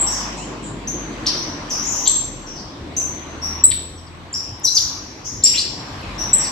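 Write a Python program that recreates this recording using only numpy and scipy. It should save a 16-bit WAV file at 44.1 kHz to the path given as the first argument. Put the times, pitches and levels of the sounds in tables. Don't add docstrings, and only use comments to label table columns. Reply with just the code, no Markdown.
import sys
import numpy as np
from scipy import signal
from scipy.fft import rfft, irfft, next_fast_len
from scipy.io import wavfile
from scipy.ndimage import uniform_filter1d, map_coordinates

SR = 44100
rng = np.random.default_rng(int(sys.argv[2]) if len(sys.argv) > 2 else 0)


def transcribe(u):
    v = np.clip(np.atleast_2d(u).T, -1, 1)
    q = np.round(v * 32767).astype(np.int16)
    wavfile.write(sys.argv[1], SR, q)


N = 287091


def amp(db):
    return 10 ** (np.asarray(db) / 20)


def unit(x):
    return x / np.sqrt(np.mean(x ** 2) + 1e-20)


def along(points, hz):
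    f, v = np.transpose(points)
    return np.interp(np.log(hz + 1), np.log(f + 1), v)


def curves(rows):
    s, *columns = np.transpose(rows)
    t = np.arange(N) / SR
    return [np.interp(t, s, column) for column in columns]


def wobble(rate):
    points = rng.standard_normal(int(N * rate / SR) + 4)
    return map_coordinates(points, [np.arange(N) * rate / SR])


def filtered(x, response):
    m = next_fast_len(N + SR // 2)
    spectrum = rfft(x, m) * response(np.fft.rfftfreq(m, 1 / SR))
    return irfft(spectrum, m)[..., :N]


def finches():
    # t/s, length/ms, attack/ms, start f/Hz, end f/Hz, multiple that the beak favours,
    # buzz (0-1), direct level/dB, echo level/dB; both levels before the treble curve
    notes = [ (-.012, 15, 4.3, 7190, 8050, 2, 0.1, -14.5, -16.5),
             (0.064, 4.2, 2.6, 5500, 5780, 1, 0, -25, -23),
             (0.109, 11.8, 2.6, 7040, 5070, 1, 1, -28, -24.5),
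             (0.166, 20, 3.1, 5950, 4750, 1, 0.64, -27, -31.5),
             (0.368, 95, 18, 2316, 3310, 1, 0.4, -40, -49), (.365, 23, 4.6, 7980, 6550, 1, 0.8, -37, -35.5),
             (0.623, 18.5, 5.1, 8340, 6720, 1, 0.7, -39, -37),
             (0.873, 16.5, 3.2, 5804, 6670, 3, 0.1, -17.5, -26),
             (1.257, 10.5, 4, 2670, 5660, 1, 1, -23, -26),
             (1.265, 11.8, 1.7, 5960, 4390, 3, 0.78, -10, -22.5),
             (1.279, 9, 2, 5930, 4730, 1, 0.54, -16, -31.5), (1.372, 13, 2.3, 6030, 5230, 1, 0.5, -21, -29),
             (1.423, 10.4, 2.6, 5940, 5960, 1, .05, -20.5, -35),
             (1.694, 8.4, 2.4, 7860, 6350, 1, 0.65, -29, -44),
             (1.701, 16.6, 1.6, 6160, 5270, 3, 0.72, -22, -21.5),
             (1.760, 35, 12, 6000, 5810, 1, 0.5, -37, -24.5),
             (1.815, 27, 9, 6000, 7000, 1, 0.77, -39, -26.5), (1.845, 22, 9, 6320, 7340, 1, 0.14, -33, -22),
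             (1.885, 44, 12, 7270, 5330, 1, 0.7, -32, -21.5),
             (1.950, 12.7, 3.3, 7330, 5570, 1, 0.85, -38, -24),
             (2.016, 29, 3, 6800, 5690, 1, 0.54, -44, -20.5), (2.0751, 8, 1.9, 7400, 7650, 2, 0, 2.5, -16),
             (2.156, 18, 5.7, 7530, 7460, 2, 0, -7, -22.5),
             (2.460, 20.5, 9.8, 6110, 5380, 1, 0.77, -36, -35),
             (2.549, 40, 9.4, 5860, 4320, 1, 0.83, -36, -36),
             (2.965, 9, 1.8, 6090, 6415, 3, 0.3, -13.5, -21.5),
             (2.971, 16, 3.3, 6430, 7740, 1, 0.7, -23, -33),
             (3.008, 6.7, 2.8, 6140, 6040, 1, .05, -16, -28),
             (3.415, 17, 2.5, 5320, 5960, 3, 0.2, -35, -21.5),
             (3.637, 9.5, 4.8, 7610, 8026, 2, 0.2, 12, -13.5),
             (3.975, 28, 3.3, 6000, 5060, 1, 0.6, -42.5, -54),
             (4.066, 21, 4.4, 5660, 4160, 1, 0.5, -45, -62.5),
             (4.328, 8, 1.95, 7260, 7060, 1, 0.3, -18.5, -34),
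             (4.337, 18, 4.5, 4810, 5980, 1, 0.3, -19.5, -24.5),
             (4.630, 16, 6, 7260, 7100, 1, 0.3, -25, -34.5),
             (4.636, 23.6, 17.5, 6520, 5414, 3, 0.2, -6.5, -18),
             (4.659, 16.5, 2.4, 5470, 4160, 1, 0.6, -18.5, -28),
             (4.676, 16, 2.7, 4120, 3970, 1, 0.32, -15, -30.5),
             (4.734, 11.5, 6.5, 7270, 6780, 1, 0.2, -24, -33),
             (4.742, 25.3, 11, 6650, 5145, 3, 0.86, -10.5, -17.5),
             (4.765, 13, 7.8, 5145, 4490, 1, 0.35, -4.5, -25),
             (4.777, 13.15, 2, 4510, 3220, 1, 0.94, -17, -31),
             (5.239, 16.4, 3.6, 5520, 6780, 3, 0.82, -39, -25.5),
             (5.423, 14.4, 7, 3030, 5430, 1, 0.5, -30, -31),
             (5.436, 8.7, 3.5, 7330, 7520, 2, 0.32, 3, -14.5),
             (5.435, 15.6, 3.4, 5450, 5750, 1, 0, -14, -17.5),
             (5.453, 16, 3.1, 5870, 4560, 1, 0.45, -10.5, -20.5),
             (5.531, 42.5, 21, 1946, 3870, 1, 0.71, -22.5, -29.5),
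             (5.572, 31.8, 11, 4000, 4855, 3, 0.63, -14, -25.5),
             (5.590, 20.5, 11, 4980, 5650, 1, 0.8, -20, -29),
             (6.028, 7.7, 2.6, 2710, 2400, 1, 0.2, -34.5, -46),
             (6.177, 24, 9.9, 5345, 6130, 3, 0.4, -28, -23.5),
             (6.330, 13.7, 3.7, 7540, 7990, 2, 0.37, 3, -15),
             (6.384, 33, 14, 6250, 5290, 1, 0.55, -25, -26), (6.423, 61, 8.9, 5830, 4250, 1, 1, -27.5, -36),
             ]
    # t/s, length/ms, low f/Hz, high f/Hz, direct level/dB, echo level/dB
    rasps = [(2.054, 35, 3170, 4640, -25.5, -29), (3.706, 22, 3060, 4480, -26.5, -33),
             (3.713, 18, 1850, 2760, -34, -42.5), (5.436, 47, 2130, 4400, -40, -30.5),
             (5.548, 91, 5000, 8800, -31, -37)]
    # f/Hz, level/dB
    treble = [(8300, 1), (9500, -12.5), (10500, -7), (11500, -4), (12800, -4.5)]
    even_db = -26
    equal_swell_ms = 14
    swell_grows = 0.47
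    left_db, scatter_db = 2.5, 1.5

    calls = []
    for s, ms, attack_ms, from_hz, to_hz, favoured, buzz, direct_db, echo_db in notes:
        note = whistle(ms, attack_ms, from_hz, to_hz, round(favoured), buzz, echo_db - even_db)
        calls.append((s, note, direct_db, echo_db))
    for s, ms, low_hz, high_hz, direct_db, echo_db in rasps:
        calls.append((s, rasp(ms, low_hz, high_hz), direct_db, echo_db))

    out = np.zeros((2, N + 3 * SR))
    for s, note, direct_db, echo_db in calls:
        swell_ms = np.clip(equal_swell_ms * amp(swell_grows * (echo_db - direct_db)), 2.2, 26)
        even_note = note[None] / np.linalg.norm(note)
        sound = amp(echo_db) * signal.fftconvolve(even_note, walls(swell_ms, shared=0.083), axes=1)
        near = signal.fftconvolve(note[None], glances(swell_ms, glance_db=-12), axes=1)
        sound[:, :near.shape[1]] += amp(direct_db) * near
        pan_db = left_db + scatter_db * rng.standard_normal()
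        start = SR + round(s * SR)
        out[:, start:start + sound.shape[1]] += sound * amp([[pan_db / 2], [-pan_db / 2]])

    lead_s = .000024
    sides = np.array([[1], [-1]])
    return filtered(out[:, SR:SR + N],
                    lambda hz: amp(along(treble, hz)) * np.exp(1j * np.pi * hz * lead_s * sides))


def whistle(ms, attack_ms, from_hz, to_hz, favoured, buzz, effort_db):
    others = {1: [(2, -19)], 2: [(1, -40), (3, -31), (4, -47)], 3: [(2, -35.5), (4, -28), (5, -27.5),
              (6, -21)]}
    # f/Hz, level/dB
    beak = [(2000, 1), (3500, -2), (5500, -2.5), (8000, -8)]
    richer = 0.65
    sharp_db = 20.5

    count = round(ms * SR / 1000)
    u = np.linspace(0, 1, count)
    knots = rng.standard_normal((2, 40))
    pitch_shake, pulse_shake = [map_coordinates(row, [1 + u * ms * 0.443]) for row in knots]
    unsteady_hz = 25 + 160 * buzz ** 2
    hz = from_hz + (to_hz - from_hz) * u + unsteady_hz * pitch_shake
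    phase = 2 * np.pi * np.cumsum(hz) / SR / favoured
    tone = np.sin(favoured * phase)
    for multiple, db in others[favoured]:
        tone += amp(db + richer * effort_db) * np.sin(multiple * phase)

    fade_in = np.clip(u * ms / attack_ms, 0, 1)
    fade_out = np.clip((1 - u) / (0.16 + 0.2 * buzz ** 2), 0, 1)
    swell = np.sin(np.pi / 2 * fade_in * fade_out) ** 2
    pulse_hz = 360 + 110 * pulse_shake
    pulse = np.cos(2 * np.pi * np.cumsum(pulse_hz) / SR)
    pulsing = unit(amp(sharp_db * buzz ** 2 * pulse))
    return tone * swell * pulsing * amp(along(beak, hz))


def rasp(ms, low_hz, high_hz):
    count = round(ms * SR / 1000)
    knots = rng.standard_normal(40)
    lumps = amp(2.9 * map_coordinates(knots, [np.linspace(1, 1 + ms * 0.402, count)]))
    swell = np.sin(np.linspace(0, np.pi, count)) ** 0.43
    z = rfft(lumps * swell * rng.standard_normal(count))
    even = irfft(z / (np.abs(z) + 1e-9) ** 0.62, count)
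    band = signal.butter(3, [low_hz, high_hz], "band", fs=SR, output="sos")
    return unit(signal.sosfilt(band, even)) * swell


def walls(swell_ms, shared):
    # f/Hz, time/s
    fall_times = [(2000, 0.66), (4000, 0.93), (6000, 0.88), (8000, 0.58), (12000, 0.69)]
    # t/s, level/dB
    early_shape = [(0, 7), (.03, 1.5), (.06, 1), (.1, 0.5), (.13, 0), (.25, -3), (1, 9)]
    hz, t, z = signal.stft(rng.standard_normal((2, SR)), SR, nperseg=256)
    fall_db = -60 * t / along(fall_times, hz)[:, None]
    tail = signal.istft(z * amp(fall_db), SR, nperseg=256)[1]
    t = np.arange(tail.shape[1]) / SR
    swell = 1 - np.exp(-1000 * t / swell_ms)
    tail *= swell * amp(np.interp(t, *np.transpose(early_shape)))
    right = shared * tail[0] + np.sqrt(1 - shared ** 2) * tail[1]
    return np.array([tail[0], right])


def glances(swell_ms, glance_db):
    paths = np.zeros((2, SR // 5))
    paths[:, 0] = 1
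    lateness, size = rng.uniform(0.2, 1, (2, 2, 6))
    for port in range(2):
        delay = (lateness[port] * 3.4 * swell_ms / 1000 * SR).astype(int)
        paths[port, delay] = amp(glance_db) * size[port]
    return paths


def perch():
    # t/s, starting level/dB of the noise
    ticks = [(4.598, -42), (6.015, -46)]
    out, t = np.zeros(N + SR), np.arange(SR // 50) / SR
    for s, db in ticks:
        bright = np.diff(rng.standard_normal(len(t) + 1))
        click = bright * amp(-60 * t / 0.018)
        out[round(s * SR):][:len(t)] += amp(db) * click
    return out[:N]


def traffic():
    # t/s, rumble level/dB, tyre rush level/dB
    traffic_levels = [(0.0, -34.5, -33.5), (0.51, -33.5, -35), (0.91, -32, -34), (1.45, -33.5, -35.5),
                      (2.03, -34.5, -34), (2.5, -37, -41), (3.2, -36, -40), (3.61, -36.5, -40),
                      (4.13, -42, -44), (4.8, -42, -40.5), (5.26, -41.5, -42.5), (5.82, -37, -37),
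                      (6.22, -37, -34), (6.51, -35.5, -33.5)]
    # t/s, level/dB
    throb_levels = [(0, -57), (1, -41), (1.45, -41.5), (3.6, -46.5), (4.13, -46.5), (5.26, -40.5),
                    (6.1, -37), (6.51, -48)]
    # f/Hz, level/dB
    rumble_colour = [(71, -32.5), (120, -2), (179, -4.5), (306, 0), (414, -8), (600, -10), (780, -17),
                     (1320, -120)]
    tyre_colour = [(240, -37.5), (400, -16.5), (700, -4), (1080, 1), (1300, -5.5), (2050, -7.5),
                   (4080, -13.5), (6000, -23.5), (8200, -23.5), (9000, -64), (9800, -35.5), (12500, -41),
                   (14000, -99.5)]
    throb_colour = [(18, -57), (30, -20), (60, -6.5), (100, -5.5), (140, -9), (200, -49.5)]
    rumble_db, tyre_db = curves(traffic_levels)
    throb_db, = curves(throb_levels)
    out = amp(rumble_db + 0.92 * wobble(1.325)) * rush(rumble_colour, patchy_db=1.47)
    out += amp(tyre_db + 2.03 * wobble(3.65)) * rush(tyre_colour, patchy_db=1.87)
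    out += amp(throb_db + wobble(2.32)) * rush(throb_colour, patchy_db=3.0)
    out += engines()
    return out * amp([[.4], [-.4]])


def engines():
    # t/s, firing f/Hz, level/dB
    engine_tracks = [
        [(0.0, 53.2, -33), (0.22, 52.2, -36.5), (0.55, 51.65, -41), (1.0, 48.54, -37), (1.2, 43.8, -41.5),
         (1.67, 40.2, -42.5), (2.33, 38.38, -39.5), (2.75, 36.6, -51)],
        [(2.8, 39.1, -42), (3.2, 37.9, -44.5), (3.5, 39.25, -36.5), (4.12, 42.4, -45), (4.6, 43.5, -50)],
        [(5.9, 42.4, -77), (6.064, 48.13, -34.5), (6.362, 49.2, -32.5), (6.51, 47.3, -38)],
    ]
    multiple_levels = [
        [-1, -10, -31, -12.5],
        [-9.5, 1.5, -11.5, -10],
        [-4, -9, -13.5, -7],
    ]
    t = np.arange(N) / SR
    out = np.zeros((2, N))
    for rows, levels_db in zip(engine_tracks, multiple_levels):
        hz, hum_db = curves(rows)
        phase = 2 * np.pi * np.cumsum(hz * (1 + 0.0172 * wobble(13))) / SR
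        lead = (0.11 + 0.1 * wobble(3.02)) * np.array([[-1], [1]])
        since_start, until_end = t - rows[0][0] + 0.052, rows[-1][0] + 0.052 - t
        fade = np.clip(np.minimum(since_start, until_end) / 0.09, 0, 1)
        hum = np.zeros((2, N))
        for k, db in enumerate(levels_db):
            flutter_db = (1.2 + 0.61 * k) * wobble(4.69)
            hum += amp(hum_db + db + flutter_db) * np.sqrt(2) * np.sin((k + 1) * phase + lead)
        out += fade * hum * amp([[.3], [-.3]])
    return out


def rush(spectrum, patchy_db):
    # f/Hz, likeness (0-1)
    likeness = [(40, 1), (100, 0.99), (200, 0.95), (420, 0.82), (1090, 0.23), (2880, 0.01)]
    z = signal.stft(rng.standard_normal((2, N)), nperseg=512)[2]
    field = uniform_filter1d(rng.standard_normal(z.shape[1:]), 6, 0)
    field = uniform_filter1d(field, 14, 1)
    pair = signal.istft(z * amp(patchy_db * unit(field)), nperseg=512)[1][:, :N]

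    def colour(hz):
        turn = np.arccos(np.clip(along(likeness, hz), -1, 1)) / 2
        return amp(along(spectrum, hz)) * [np.cos(turn), np.sin(turn)]

    mid, side = filtered(pair, colour)
    return unit(np.array([mid + side, mid - side]))


def scene():
    return finches() + perch() + traffic()


def record(dry):
    top_hz, soft_top_hz, limit_hz = 13300, 15000, 19500
    heard = filtered(dry, lambda hz: 1 / (1 + (hz / top_hz) ** 40))
    clipped = heard / (1 + np.abs(heard) ** 12) ** (1 / 12)
    return filtered(clipped, lambda hz: (hz < limit_hz) / (1 + (hz / soft_top_hz) ** 10))


dry = scene()
out = record(dry)
transcribe(out)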